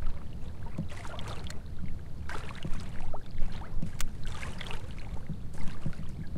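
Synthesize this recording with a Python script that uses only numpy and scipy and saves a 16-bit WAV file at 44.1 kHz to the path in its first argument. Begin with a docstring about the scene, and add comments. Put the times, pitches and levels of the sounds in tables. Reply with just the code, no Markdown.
"""Water stirred by a float-tube angler's fins and dripping net, close up in a calm harbour.
Each slosh is a swarm of ringing bubbles: gurgle, fizz and spray. Single bubbles glide, drips plink,
drops and gear snap, and gear thumps the inflated tube, ringing its air chamber and fabric.
Wind buffets the microphone over a low rumble, the harbour's hiss and a far drone."""
import sys
import numpy as np
from scipy import signal
from scipy.fft import rfft, irfft
from scipy.io import wavfile
from scipy.ndimage import uniform_filter1d

SR = 44100
rng = np.random.default_rng(int(sys.argv[2]) if len(sys.argv) > 2 else 0)


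def wav_record(signal):
    """Record a signal, one row per channel, as 16-bit PCM in the file named by sys.argv[1]."""
    frames = np.transpose(np.atleast_2d(signal))
    bounded = np.clip(frames, -1, 1)
    # unit amplitude maps onto the largest positive 16-bit level
    quanta = np.round(bounded * 32767).astype(np.int16)
    wavfile.write(sys.argv[1], SR, quanta)


N = 280917


def gain_of(db):
    """Decibels to amplitude."""
    return 10 ** (np.asarray(db) / 20)


def unit_rms(x):
    """Scales to rms 1."""
    return x / np.sqrt(np.mean(x ** 2) + 1e-20)


def add(mix, start_s, sound):
    """Mixes a sound in at start_s."""
    part = mix[round(start_s * SR):][:len(sound)]
    part += sound[:len(part)]


def coloured_noise(samples, spectrum):
    """Noise at rms 1, shaped by rows of freq_hz, density_db."""
    hz, db = np.transpose(spectrum)
    shape_db = np.interp(np.log(np.fft.rfftfreq(samples, 1 / SR) + 0.29), np.log(hz + 0.03), db)
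    return unit_rms(irfft(rfft(rng.standard_normal(samples)) * gain_of(shape_db), samples))


def wander(width_samples):
    """Twice-smoothed noise at rms 1."""
    smoothed = uniform_filter1d(rng.standard_normal(N), width_samples)
    return unit_rms(uniform_filter1d(smoothed, width_samples))


def bubble_ring(from_hz, to_hz, hold_s, rise=0.63, fall_db=30):
    """A bubble rings as a sine that glides as it nears the surface; it holds, then dies."""
    age = np.arange(0, 2 * hold_s, 1 / SR) / hold_s
    hz = from_hz * (to_hz / from_hz) ** np.minimum(age, 1.2)
    envelope = (1 - np.exp(-age / np.clip(rise, 0.01, 1))) * gain_of(-fall_db * (age / 2) ** 2)
    return envelope / envelope.max() * np.sin(2 * np.pi * np.cumsum(hz) / SR)


# strokes of fins and net: start_s, hold_s, gurgle_db, fizz_db, spray_db
SLOSHES = [(0, 0.18, -57.5, -65, -87), (0.408, 0.056, -59, -64, -71), (0.576, 0.26, -60, -73, -92),
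           (.89, 0.2, -57, -53.5, -61.5), (1.09, 0.13, -50.5, -62.5, -72), (1.232, 0.13, -50, -52.5, -61.5),
           (1.463, 0.064, -55.5, -65, -75), (2.283, .11, -50.5, -49, -59.5),
           (2.437, .14, -56.5, -57, -65.5), (2.643, 0.14, -59.5, -57, -65), (2.785, .17, -57.5, -57, -70),
           (2.988, 0.053, -60, -63, -68), (3.391, 0.14, -61, -61, -70.5), (3.516, 0.046, -56, -55, -70),
           (3.585, 0.071, -54, -70.5, -77), (3.849, 0.028, -61, -59, -60.5), (3.917, .08, -62, -64, -69),
           (4.028, 0.35, -78, -68.5, -71), (4.258, 0.2, -54.5, -53.5, -60),
           (4.398, .13, -52.5, -54.5, -58.5), (4.575, 0.076, -52.5, -50.5, -62.5),
           (4.663, 0.088, -53, -54, -60), (4.82, 0.18, -67.5, -62, -69), (4.996, 0.21, -58.5, -69, -72.5),
           (5.526, 0.052, -58, -66, -60), (5.583, .17, -56.5, -60, -67.5), (5.802, 0.11, -62, -66, -69.5),
           (5.934, 0.072, -67, -63.5, -70), (6.074, 0.02, -65, -79, -66.5)]
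# each for gurgle, fizz, spray
LAG_S, DECAY_DB_PER_S, LAPPING_DB = (0.012, 0.0033, 0.00056), (110, 152, 196), (-68.5, -78, -80)


def slosh_envelopes(rise_s=0.013):
    """Gurgle, fizz and spray swell over steady lapping; large bubbles come last and die slowest."""
    t, envelopes = np.arange(N) / SR, []
    for layer, (lag_s, decay, lapping_db) in enumerate(zip(LAG_S, DECAY_DB_PER_S, LAPPING_DB)):
        power = gain_of(lapping_db) ** 2
        for start_s, hold_s, *levels_db in SLOSHES:
            age_s = t - start_s - lag_s
            attack = np.clip(age_s / rise_s, 0, 1)
            level_db = levels_db[layer] - decay * np.maximum(age_s - hold_s, 0)
            power = power + (attack * gain_of(level_db)) ** 2
        envelopes.append(np.sqrt(power))
    return envelopes


# wash of tiny bubbles: freq_hz, density_db
WASH_SPECTRUM = [(180, -74), (300, 13), (354, 4.5), (411, 2), (892, 4), (1440, -4), (1640, -1.5),
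                 (2360, -3.5), (5480, -25), (9460, -22.5), (15500, -51)]
# wash under gurgle, fizz, spray: low_hz, high_hz, gain_db
WASH_BANDS = [(330, 1400, -4.5), (1300, 5200, -5), (5200, 12500, -1.5)]
# bubble swarms: layer, low_hz, high_hz, rate_per_s, hold_cycles, spread_db, gain_db
SWARMS = [(0, 360, 1350, 350, 10, 4, -1), (1, 1000, 4600, 450, 9, 5, -1),
          (1, 1500, 6000, 150, 2.5, 4.5, -8), (2, 5000, 11500, 400, 9, 4.5, -5.5),
          (2, 4500, 10500, 90, 4, 4.5, -9), (3, 1300, 4800, 60, 5, 3.5, 0)]


def stirred_water(trickle_db=-67.5):
    """Random bubbles and droplet ticks over a wash of countless smaller ones, all in clumps."""
    clumps = gain_of(2.5 * wander(200))
    wash = rfft(coloured_noise(N, WASH_SPECTRUM))
    bins_hz, out = np.fft.rfftfreq(N, 1 / SR), np.zeros(N)
    envelopes = slosh_envelopes() + [gain_of(trickle_db)]  # layers: gurgle, fizz, spray, stray drips
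    for layer, (low_hz, high_hz, gain_db) in enumerate(WASH_BANDS):
        band = 1 / np.sqrt((1 + (low_hz / (bins_hz + 1)) ** 8) * (1 + (bins_hz / high_hz) ** 8))
        out += envelopes[layer] * gain_of(gain_db) * unit_rms(irfft(wash * band, N) * clumps)
    for layer, low_hz, high_hz, rate_per_s, hold_cycles, spread_db, gain_db in SWARMS:
        swarm = np.zeros(N)
        onsets = np.flatnonzero(rng.random(N) < clumps * rate_per_s / SR)
        for onset, (pitch, glide, length, size) in zip(onsets, rng.random((len(onsets), 4))):
            hz = low_hz * (high_hz / low_hz) ** pitch
            size_db = spread_db * min(-np.log(size + 1e-9), 4)  # many small, few large
            ring = bubble_ring(hz, hz * (0.934 + 0.298 * glide), hold_cycles * (0.5 + length) / hz)
            add(swarm, onset / SR, gain_of(size_db) * ring)
        out += envelopes[layer] * gain_of(gain_db) * unit_rms(swarm)
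    return out


# buffeting and rumble: freq_hz, density_db
BUFFET_SPECTRUM = [(.4, -68), (1.2, -39), (2, 19), (16, 15), (25, -6), (33, -12), (45, -19), (60, -48),
                   (100, -130)]
RUMBLE_SPECTRUM = [(24, -38), (40, -5), (54, -4.5), (97, -5.5), (180, -10), (340, -27), (440, -41.5),
                   (750, -120)]
# gusts: peak_s, level_db
GUSTS = [(0.058, -19), (.3, -28.5), (.66, -24.5), (1.05, -32), (1.55, -24), (1.86, -19), (2.34, -22),
         (2.71, -19), (3.08, -16.5), (3.421, -17), (3.78, -19.5), (4.029, -20.5), (4.269, -21.5),
         (4.751, -25), (5.13, -25), (5.639, -18), (5.84, -19), (6.14, -21)]


def wind(rise_db_per_s=117, fall_db_per_s=104, lull_db=-33, rumble_db=-42.5, wander_db=1.33):
    """Gusts press slow lumps on the microphone; a low rumble wanders in level."""
    buffet = coloured_noise(N, BUFFET_SPECTRUM)
    rumble = coloured_noise(N, RUMBLE_SPECTRUM)
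    leveller = np.sqrt(uniform_filter1d(buffet ** 2, 9000) + 0.37)  # so the gusts set the strength
    t, gust_db = np.arange(N) / SR, lull_db
    for peak_s, level_db in GUSTS:
        below_peak_db = np.maximum(rise_db_per_s * (peak_s - t), fall_db_per_s * (t - peak_s))
        gust_db = np.maximum(gust_db, level_db - below_peak_db)
    return gain_of(gust_db) * buffet / leveller + gain_of(rumble_db + wander_db * wander(4000)) * rumble


# far drone: time_s, pitch_hz, level_db
DRONE = [(0, 76, -48), (.2, 72, -43.5), (.65, 76, -53.5), (.9, 76.3, -76), (1.55, 71.87, -46),
         (1.9, 74.16, -47.5), (2.3, 74.7, -45.5), (2.6, 74.1, -74), (6.37, 69.8, -69)]
# harbour hiss: freq_hz, density_db
HISS_SPECTRUM = [(200, -30), (310, 0), (500, -3), (1000, -13), (2000, -19), (2800, -23), (4200, -20),
                 (5200, -26), (6300, -28), (10000, -29), (12500, -33), (15500, -37)]


def harbour(hiss_db=-59):
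    """Even hiss of far water and town, and a wavering drone as of a boat engine."""
    t = np.arange(N) / SR
    time_s, pitch_hz, level_db = np.transpose(DRONE)
    phase = 2 * np.pi * np.cumsum(np.interp(t, time_s, pitch_hz)) / SR
    drone = np.sqrt(2) * gain_of(np.interp(t, time_s, level_db)) * np.sin(phase)
    return gain_of(hiss_db) * coloured_noise(N, HISS_SPECTRUM) + drone


# drips on the surface: start_s, level_db, pitch_hz
DRIPS = [(.023, -39, 1510), (.174, -45.5, 2100), (0.217, -40.5, 1160), (.33, -44, 2850), (.483, -47, 3800),
         (.899, -41, 2570), (0.913, -41, 3040), (1.008, -35, 1980), (1.052, -32, 1410), (1.191, -42, 2310),
         (1.191, -28, 3240), (1.296, -35.5, 3750), (1.329, -33.5, 3470), (1.394, -40.5, 4050),
         (1.469, -32, 3270), (1.504, -35, 1600), (1.504, -33.5, 4270), (1.525, -43, 2030),
         (1.767, -49, 3800), (1.857, -46, 2120), (1.884, -41, 2100), (1.993, -49.5, 1490),
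         (2.063, -47, 1870), (2.294, -29, 1530), (2.37, -33, 1380), (2.436, -39.5, 1540),
         (2.436, -38, 2880), (2.492, -32.5, 2410), (2.554, -36.5, 3800), (2.563, -35, 1640),
         (2.584, -32, 1900), (2.628, -33.5, 2950), (2.799, -39.5, 5200), (2.958, -35.5, 1610),
         (2.987, -35.5, 1880), (3.005, -37.5, 890), (3.022, -42, 2500), (3.263, -45, 1400),
         (3.262, -45.5, 3520), (3.384, -41.5, 2020), (3.42, -39, 500), (3.483, -40, 764),
         (3.522, -42.5, 4200), (3.536, -40.5, 3120), (3.553, -42, 3200), (3.562, -41.5, 3900),
         (4.077, -47.5, 1420), (4.236, -38, 3970), (4.273, -35, 3080), (4.322, -38, 3550),
         (4.354, -36, 3340), (4.37, -38, 3000), (4.433, -25.5, 2400), (4.484, -37.5, 2500),
         (4.61, -28.5, 3400), (4.612, -27.5, 2000), (4.633, -36, 3240), (4.641, -35, 1950),
         (4.667, -29.5, 3270), (4.709, -25.5, 2670), (4.733, -37, 3140), (4.749, -37, 1770),
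         (4.909, -39.5, 3030), (4.985, -38.5, 2360), (4.996, -40, 4080), (5.017, -40.5, 2390),
         (5.048, -42.5, 2300), (5.165, -34.5, 366), (5.266, -44, 1940), (5.579, -40, 1650),
         (5.603, -47, 5200), (5.619, -44, 4540), (5.77, -45, 1600), (5.835, -45, 2850), (5.986, -47, 1920),
         (5.679, -45, 3270), (5.697, -40, 2660), (5.719, -41.5, 3860), (6.034, -47.5, 2970)]
# single bubbles: start_s, level_db, from_hz, to_hz, base_hold_ms
BUBBLES = [(0.067, -44.5, 1280, 1290, 5), (0.662, -45, 914, 936, 19), (.914, -48, 592, 586, 23),
           (0.916, -41.5, 1960, 1940, 4.5), (.972, -42, 2070, 1880, 11), (.993, -46, 725, 670, 31),
           (1.05, -40, 1060, 836, 15), (1.093, -42, 640, 630, 11), (1.116, -40.5, 1430, 1390, 13),
           (1.132, -41, 710, 590, 22), (1.139, -38, 960, 1160, 21), (1.281, -39, 960, 960, 7.6),
           (1.294, -47, 640, 596, 16), (1.311, -38.5, 1283, 1280, 4.4), (1.337, -42.5, 1120, 1150, 8.9),
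           (1.368, -44.5, 465, 465, 27), (1.314, -46, 747, 634, 21), (1.369, -44, 2710, 2740, 5.5),
           (1.787, -50.5, 1490, 1380, 8.4), (2.295, -38, 963, 1020, 19), (2.31, -36, 1540, 1586, 17),
           (2.314, -43, 631, 755, 19), (2.32, -42.5, 316, 340, 23), (2.326, -35, 1690, 2100, 4.7),
           (2.339, -40, 750, 980, 13), (2.348, -36, 1410, 1320, 8.8), (2.351, -34.5, 332, 500, 15.7),
           (2.437, -41.5, 420, 438, 14), (2.508, -32, 1070, 1070, 6.1), (2.75, -40.5, 1073, 1080, 7.8),
           (3.028, -46.5, 660, 1010, 33), (3.085, -43, 850, 854, 3.7), (3.13, -47, 1330, 1230, 8.5),
           (3.138, -34.5, 560, 1150, 21.5), (3.141, -45.5, 414, 385, 59), (3.545, -49.5, 1015, 683, 16),
           (3.61, -43, 707, 1710, 46), (3.666, -56, 1170, 1830, 21), (4.254, -45, 1560, 1500, 9.3),
           (4.345, -40.5, 1190, 1223, 13.5), (4.423, -36, 2110, 2090, 6.5), (4.434, -34, 1700, 1660, 4),
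           (4.371, -48, 826, 914, 12), (4.411, -47, 1520, 1510, 7.7), (4.615, -40, 1510, 1550, 3.5),
           (4.686, -42, 715, 730, 4), (4.732, -45, 2380, 2380, 15), (4.449, -39, 1054, 1050, 16),
           (4.471, -44.5, 1040, 1165, 13), (4.701, -43.5, 833, 1495, 40), (4.703, -44, 383, 465, 40),
           (4.738, -42, 890, 885, 6.2), (4.832, -47, 458, 536, 33), (5.068, -44, 865, 840, 6.1),
           (5.171, -39.5, 843, 864, 4.2), (5.609, -44, 2080, 2040, 7.6), (5.58, -46.5, 830, 900, 11),
           (5.745, -46, 1110, 1170, 8.6), (6.029, -51, 1240, 1260, 5.7), (6.055, -50, 1070, 1040, 8.5),
           (5.699, -44, 1580, 1550, 7), (5.823, -45, 1230, 1180, 4.2), (5.897, -48, 1100, 1090, 6.3),
           (5.931, -42.5, 1490, 1400, 8.1), (6.235, -48.5, 1734, 1613, 17)]


def drips_and_bubbles(drip_base_ms=1.63, extra_cycles=0.72):
    """Drips plink and bubbles ring, each with a slight tremble; wide glides start more softly."""
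    out = np.zeros(N)
    drips = [(start_s, level_db, hz, hz, drip_base_ms) for start_s, level_db, hz in DRIPS]
    for start_s, level_db, from_hz, to_hz, base_hold_ms in BUBBLES + drips:
        rise = 0.03 + 0.037 * abs(np.log(to_hz / from_hz))
        hold_s = base_hold_ms / 1000 + extra_cycles / from_hz
        ring = bubble_ring(from_hz, to_hz, hold_s, rise, fall_db=37)
        tremble_hz = rng.uniform(63, 190)
        tremble = np.sin(2 * np.pi * (tremble_hz * np.arange(len(ring)) / SR + rng.random()))
        add(out, start_s, gain_of(level_db) * ring * (1 + 0.21 * tremble))
    return out


def swish(start_s=0.7, hold_s=0.04, low_hz=1450, high_hz=2600, level_db=-61):
    """A soft, narrow hiss swells in briefly."""
    age = np.arange(0, 1.2, 1 / (hold_s * SR))
    hiss = coloured_noise(len(age), [(low_hz * 0.8, -30), (low_hz, 0), (high_hz, 0), (high_hz, -30)])
    envelope = np.minimum(age / 0.25, 1) * np.clip((1.2 - age) / 0.17, 0, 1)
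    out = np.zeros(N)
    add(out, start_s, gain_of(level_db) * hiss * envelope)
    return out


# splat noise: freq_hz, density_db
SPLAT_SPECTRUM = [(600, -38), (1000, -2), (1900, 6.5), (3300, 1.5), (4800, -4), (8000, -3), (11000, -11.5),
                  (15500, -2)]
# splats and snaps: start_s, strength_db, body_vs_treble_db, top_vs_treble_db
SPLATS = [(0.7792, -34, -7.5, -20), (1.044, -36, 4, -27), (1.073, -30, -13, -29), (1.1902, -54, -8, -27),
          (1.2121, -35, -28, -14), (1.2772, -28.5, -4, -20), (1.4412, -33.5, -2, -22),
          (1.5025, -24, -7.5, -19), (2.294, -34, 3, -23), (2.382, -32, -14, -31), (2.6265, -35.5, 1, -32),
          (2.7353, -32.5, -9, -23), (2.8076, -34.5, -1, -18), (2.832, -35, -29, -28),
          (2.8904, -36, -15, -23), (3.005, -39, 1, -30), (3.262, -41.5, 3, -28.5), (3.483, -50, -1, -30),
          (3.8237, -36.5, -6, -28), (3.9913, -31, -6, -15), (4.0048, -17.5, -3.5, -6),
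          (4.2652, -35, -5, -19), (4.283, -32, -10, -27), (4.303, -35, -8, -33), (4.3445, -34, -19, -26),
          (4.408, -37, 3, -27), (4.535, -39, -5, -27), (4.6668, -33, -8, -25), (4.7368, -35, 5, -22),
          (4.796, -34.5, -12, -22), (5.1414, -37, -6, -26), (5.5382, -33.5, -20, -21),
          (5.6331, -35, -20, -28), (5.677, -34, -7, -24), (5.7104, -41.5, 8, -19), (5.851, -39.5, 2, -25),
          (5.93, -40, 5, -25), (6.09, -34.5, -17, -24)]


def splats(body_hz=5200, top_hz=11000, base_t60_s=0.0094, stretch_per_db=0.0844):
    """Drops and gear snap in short, lumpy noise bursts; louder ones last longer."""
    samples = 2048
    out, t, hz = np.zeros(N), np.arange(samples) / SR, np.fft.rfftfreq(samples, 1 / SR)
    body = 1 / (1 + (hz / body_hz) ** 8)
    top = 1 / (1 + (top_hz / (hz + 1)) ** 12)
    for start_s, strength_db, body_db, top_db in SPLATS:
        t60_s = max(base_t60_s * (1 + stretch_per_db * (strength_db + 34)), 0.003)
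        envelope = gain_of(-60 * (t / t60_s) ** 1.74) * (1 - np.exp(-t / 0.00027))
        lumps = gain_of(3 * unit_rms(uniform_filter1d(rng.standard_normal(samples), 24)))
        lumps *= np.linalg.norm(envelope) / np.linalg.norm(envelope * lumps)
        balance = 1 - body - top + body * gain_of(body_db) + top * gain_of(top_db)
        burst = irfft(rfft(coloured_noise(samples, SPLAT_SPECTRUM)) * balance)
        add(out, start_s, gain_of(strength_db - 6) * burst * envelope * lumps)
    return out


def struck_modes(modes, t):
    """Decaying sines, detuned anew at each blow."""
    return sum(gain_of(level_db - 60 * t / t60_s) * np.sin(2 * np.pi * hz * rng.uniform(0.9, 1.01) * t)
               for hz, level_db, t60_s in modes)


# air chamber and stretched fabric: nominal_hz, level_db, t60_s
AIR_MODES = [(95.8, -12.5, 0.59), (136, -47, 0.076), (170, 4.5, 0.1), (203.2, -6, 0.2), (231, -21, 0.07)]
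FABRIC_MODES = [(356, 2, 0.062), (561, -4, 0.089), (661, -9, 0.061), (980, -13.5, 0.052)]
# blows on the tube: start_s, strength_db, slap_db
THUMPS = [(0.784, -29, -20.5), (1.834, -40.5, -25), (2.647, -34, -18), (3.823, -31.5, -21.5),
          (5.292, -33, -25.5), (5.544, -42.5, -19), (5.598, -38, -30), (5.67, -39, -45),
          (5.857, -30.5, -21.5), (5.989, -38, -26.5), (6.186, -36, -36), (6.358, -33, -21.5)]


def tube_thumps(air_rise_s=0.0047):
    """A soft blow of gear rings the tube's air chamber and the fabric over it."""
    out, t = np.zeros(N), np.arange(SR // 4) / SR
    for start_s, strength_db, slap_db in THUMPS:
        air = struck_modes(AIR_MODES, t) * (1 - np.exp(-(t / air_rise_s) ** 2))
        fabric = gain_of(slap_db + 7.5) * struck_modes(FABRIC_MODES, t)
        add(out, start_s, gain_of(strength_db + 6.5) * (air + fabric))
    return out


def reflections(sound, t60_s=0.025, cutoff_hz=6000):
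    """Tube, angler and water surface throw back a short, duller scatter of echoes."""
    t = np.arange(SR // 16) / SR
    taps = rng.standard_normal(len(t)) * (rng.random(len(t)) < 0.05)
    taps *= gain_of(-60 * t / t60_s) * (t > 0.001)
    response = signal.lfilter(*signal.butter(2, cutoff_hz, fs=SR), taps / np.linalg.norm(taps))
    return signal.oaconvolve(sound, response)[:N]


def scene():
    """All sources at one microphone."""
    near = drips_and_bubbles() + splats()
    echoes = gain_of(-8) * reflections(near)
    return (near + echoes + stirred_water() + swish() + tube_thumps() + wind() + harbour())[None]


def record(dry):
    """The band limit of a small camera."""
    lowpass = signal.firwin(511, cutoff=15700, window=("kaiser", 9), fs=SR)
    padded = np.pad(dry, ((0, 0), (255, 255)), "reflect")
    return signal.oaconvolve(padded, lowpass[None], "valid")


dry = scene()
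out = record(dry)
wav_record(out)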